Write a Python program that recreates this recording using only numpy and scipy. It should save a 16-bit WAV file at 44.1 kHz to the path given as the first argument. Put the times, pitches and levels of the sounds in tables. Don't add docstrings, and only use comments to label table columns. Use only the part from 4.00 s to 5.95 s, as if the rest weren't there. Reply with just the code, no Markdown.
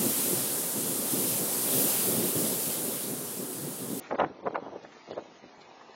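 import sys
import numpy as np
from scipy import signal
from scipy.fft import rfft, irfft
from scipy.io import wavfile
from scipy.ndimage import uniform_filter1d

SR = 44100
rng = np.random.default_rng(int(sys.argv[2]) if len(sys.argv) > 2 else 0)


def digitize_waveform(pressure):
    field = np.atleast_2d(pressure).T
    bounded = np.clip(field, -1, 1)
    quanta = np.round(bounded * 32767).astype(np.int16)
    wavfile.write(sys.argv[1], SR, quanta)


def undo_db(level):
    steps = np.asarray(level, float) / 20
    return 10 ** steps


N = 85995

# t/s, level/dB
RUSTLE = [(0.0, -54.5), (0.228, -40.5), (0.32, -51), (0.65, -45), (0.792, -50.5), (0.878, -52),
          (1.086, -58.5), (1.298, -50), (1.422, -55), (1.95, -57)]


def evened(x):
    return x / np.sqrt(np.mean(x ** 2) + 1e-20)


def curve(points, t):
    return np.interp(t, *np.transpose(points))


def add(mix, s, sound):
    part = mix[max(round(s * SR), 0):][:len(sound)]
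    part += sound[:len(part)]


def creases(count, per_s, pitch_hz):
    spread_db, low_slope, high_slope, sharp = 2.6, 1.3, 4.2, .75
    hit, size, sign = rng.random((count, 3)).T
    sizes = undo_db(-spread_db * np.log(size + .01))
    clicks = (hit < per_s / SR) * sizes * np.sign(sign - .6)
    u = np.fft.rfftfreq(count, 1 / SR) / pitch_hz
    colour = u ** low_slope / (1 + u ** (sharp * (low_slope + high_slope))) ** (1 / sharp)
    return evened(irfft(rfft(clicks) * colour, count))


def flap(start, length, level_db, pitch_hz):
    edge_s = .008
    lead = np.clip(start, 0, .02)
    t = np.arange(4096) / SR - lead
    rise = 1 / (1 + np.exp(-4 * t / edge_s))
    gate = rise / (1 + np.exp(4 * (t - length) / edge_s))
    sound = gate * creases(count=4096, per_s=2200, pitch_hz=pitch_hz)
    rms = np.sqrt((sound ** 2).sum() / (gate ** 2).sum())
    return start - lead, undo_db(level_db) * sound / rms


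def snap(s, peak_db, pitch_hz):
    turns, tick_db, tick_up = .6, -12, 1.7
    u = np.arange(-220, 220) / SR * pitch_hz
    thump = -np.exp(-(u / turns) ** 2) * np.cos(2 * np.pi * u + rng.uniform(-0.35, 1.0))
    tick = np.exp(-(u * tick_up / turns) ** 2) * np.sin(2 * np.pi * u * tick_up)
    return s - len(u) / 2 / SR, undo_db(peak_db - 1.5) * (thump + undo_db(tick_db) * tick)


def tarp():
    # start t/s, length t/s, level/dB, crease f/Hz
    flap_events = [(.000, 0.022, -46, 453), (0.087, 0.012, -48, 600), (0.11, 0.025, -30, 768),
                   (0.133, 0.017, -32, 480), (0.186, 0.033, -26, 918), (0.209, 0.013, -24.5, 530),
                   (.228, 0.02, -26.5, 568), (0.247, .025, -35.5, 400), (0.301, 0.02, -41, 376),
                   (0.39, 0.044, -57, 450), (0.429, .026, -42.5, 500), (0.457, .025, -28.5, 670),
                   (.488, 0.033, -42.5, 503), (0.529, 0.022, -37.5, 550), (.546, 0.02, -33, 1053),
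                   (0.569, 0.022, -38, 680), (0.591, 0.013, -43.5, 598), (0.621, 0.016, -41.5, 390),
                   (.660, 0.024, -42, 650), (0.717, 0.044, -43.5, 620), (0.755, 0.02, -42, 614),
                   (0.831, 0.011, -45.5, 476), (0.843, 0.017, -44.5, 420), (0.962, 0.01, -50, 450),
                   (1.078, 0.017, -44.5, 480), (1.098, 0.045, -40.5, 481.5), (1.147, .022, -46.5, 445),
                   (1.17, 0.024, -34.5, 660), (1.196, 0.043, -47.5, 535), (1.428, 0.057, -53, 417)]
    # start t/s, length t/s, level/dB, f/Hz
    crackle_events = [(.03, 0.049, -51, 2350), (0.11, 0.004, -27.5, 1500), (0.2, 0.0047, -29, 2550),
                      (.236, 0.014, -33, 1530), (.545, 0.019, -36, 1690), (0.14, 0.02, -41, 1500),
                      (.462, 0.02, -36, 1380), (.831, 0.0079, -51, 4800), (0.921, 0.01, -49, 2600),
                      (1.111, 0.009, -46.5, 5000), (1.13, 0.0064, -47, 2300), (1.609, 0.015, -52, 4900),
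                      (1.809, 0.014, -49, 1250), (.188, 0.042, -33.5, 1300), (1.172, 0.026, -45, 1160),
                      (.845, 0.01, -45.5, 1400), (.429, 0.0067, -48.5, 1000), (0.53, 0.0049, -52, 890),
                      (1.439, .006, -59, 900), (0.74, 0.0091, -46.5, 700)]
    # t/s, peak level/dB, f/Hz
    snap_events = [(0.043, -37, 1820.0), (0.063, -39, 1400.0), (0.1117, -18, 820.0), (0.1254, -19, 610.0),
                   (0.1455, -21, 500.0), (0.1563, -22, 500.0), (0.1973, -11, 710.0), (0.2135, -16, 770.0),
                   (0.2197, -11, 570.0), (0.2404, -15, 710.0), (0.3918, -36, 480.0), (0.4716, -16, 800.0),
                   (0.4826, -20, 590.0), (0.5088, -29, 660.0), (0.5582, -14, 1040.0), (0.5642, -21, 600.0),
                   (0.5789, -23, 670.0), (0.6254, -29, 420.0), (0.665, -30, 630.0), (0.6828, -30, 690.0),
                   (0.7337, -32, 580.0), (0.7614, -27, 460.0), (0.8494, -29, 590.0), (1.111, -26, 560.0),
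                   (1.1312, -31, 510.0), (1.1794, -23, 570.0), (1.1887, -25, 520.0), (1.2581, -37, 550.0),
                   (1.4414, -38, 430.0), (1.8972, -38, 460.0)]
    tail_db, tail_t60 = -14, .09
    direct = np.zeros(N)
    for row in flap_events + crackle_events:
        add(direct, *flap(*row))
    for row in snap_events:
        add(direct, *snap(*row))
    t = np.arange(6000) / SR
    tail = rng.standard_normal(6000) * undo_db(-60 * t / tail_t60) * (t > .003)
    scatter = signal.fftconvolve(direct, tail / np.linalg.norm(tail))[:N]
    return direct + undo_db(tail_db) * scatter


def rustle():
    # t/s, level/dB
    thin_folds = [(0, -14), (.3, -0.5), (.45, -4), (.7, 0), (.9, -8), (1.3, -10.5), (1.6, 0.5), (1.95, 3.5)]
    t = np.arange(N) / SR
    motion_db = curve(RUSTLE, t)
    thick = undo_db(motion_db - 4) * creases(count=N, per_s=2500, pitch_hz=420)
    thin_db = motion_db + curve(thin_folds, t) - 1.5
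    return thick + undo_db(thin_db) * creases(count=N, per_s=4000, pitch_hz=920)


def patchy(spectrum, patchy_db, flicker_db):
    hz = np.fft.rfftfreq(1024, 1 / SR)
    a, b, p = rng.standard_normal((N // 256 + 5, 513, 3)).T
    drifting = uniform_filter1d(p, size=12, axis=0)
    patches = evened(uniform_filter1d(drifting, size=10, axis=1))
    flicker = evened(uniform_filter1d(p[0], size=3))
    f, db = np.transpose(spectrum)
    shape = np.interp(np.log(hz + 1), np.log(f + 1), db, -90, -90)[:, None]
    z = (a + 1j * b) * undo_db(shape + patchy_db * patches + flicker_db * flicker)
    return evened(signal.istft(z, nperseg=1024, noverlap=768)[1][:N])


def hiss():
    # t/s, level/dB
    gusts = [(0.0, -57.5), (0.042, -55), (0.244, -60), (0.39, -63), (0.678, -60.5), (1.09, -57),
             (1.466, -60), (1.95, -58)]
    # f/Hz, level per Hz/dB
    hiss_spectrum = [(410, -33), (700, -3.5), (1020, -7), (1480, -12.5), (2010, -9), (4640, -15.5),
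                     (7190, -19.5), (9350, -56), (15800, -120)]
    t = np.arange(N) / SR
    return undo_db(curve(gusts, t) + 4) * patchy(hiss_spectrum, patchy_db=2, flicker_db=0.5)


def rumble():
    # f/Hz, level per Hz/dB
    rumble_spectrum = [(12, -61), (20, -24), (97, -13), (184, -16), (250, -1), (320, -21), (550, -120)]
    t = np.arange(N) / SR
    swell_db = 0.73 * (curve(RUSTLE, t) + 52)
    return undo_db(swell_db - 65.5) * patchy(rumble_spectrum, patchy_db=3.0, flicker_db=7)


def scene():
    return (tarp() + rustle() + hiss() + rumble())[None]


def starve(x, size, bins, frames, lasting, need):
    hz, t, z = signal.stft(x, SR, nperseg=size, noverlap=size * 3 // 4)
    draw = rng.standard_normal((len(t) + 1, len(hz))).T
    chance = lasting * draw[:, :1] + np.sqrt(1 - lasting ** 2) * draw[:, 1:]
    chance = chance[np.arange(len(hz)) // bins][:, np.arange(len(t)) // frames]
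    energy = uniform_filter1d(abs(z) ** 2, bins, axis=0)
    energy = uniform_filter1d(energy, frames, axis=1)
    level_db = 10 * np.log10(abs(energy) + 1e-20)
    excess_db = level_db - np.median(level_db, axis=1)[:, None] - 6
    loud = np.maximum(excess_db, 0) / 5 / (1 + (hz[:, None] / 3600) ** 6)
    keep = chance + need(hz[:, None], t) - loud < .05
    gated = z * (keep + undo_db(-45))
    return signal.istft(gated, SR, nperseg=size, noverlap=size * 3 // 4)[1][:N]


def spectral_gaps(x):
    # from t/s, f/Hz
    band_tops = [(0, 7300), (.11, 6640), (.2, 6500), (0.831, 7450), (.94, 6980), (1.13, 6830), (1.23, 7000),
                 (1.39, 6730), (1.55, 7550), (1.65, 7000), (1.81, 7240)]
    # start t/s, end t/s, hunger (threshold shift)
    coarse_spells = [
        (.105, .215, 1.5),
        (.41, .6, 1.38),
        (1.11, 1.175, 1.3),
    ]
    starts, tops = np.transpose(band_tops)

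    def hunger(s):
        return sum(h * (s > a) * (s < b) for a, b, h in coarse_spells)

    def narrow_need(hz, s):
        return np.minimum(.9 * np.log2(hz / 2800 + .01), .15) - 1.5 * hunger(s)

    def coarse_need(hz, s):
        above_top = hz > tops[np.searchsorted(starts[1:], s)]
        return 99 * above_top - 4.5 + 3.2 * hunger(s) + .6 * np.log2(hz / 4000 + .01)

    x = starve(x, size=4096, bins=4, frames=5, lasting=.5, need=narrow_need)
    x = starve(x, size=512, bins=5, frames=5, lasting=0, need=coarse_need)
    return signal.sosfilt(signal.ellip(10, .1, 70, 7500, fs=SR, output="sos"), x)


def low_pass(x):
    return signal.sosfilt(signal.butter(12, 7340, fs=SR, output="sos"), x)


def record(dry):
    bass_cut = signal.butter(1, 139, "high", fs=SR, output="sos")
    x = spectral_gaps(signal.sosfilt(bass_cut, dry[0]))
    return low_pass(x[None])


dry = scene()
out = record(dry)
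digitize_waveform(out)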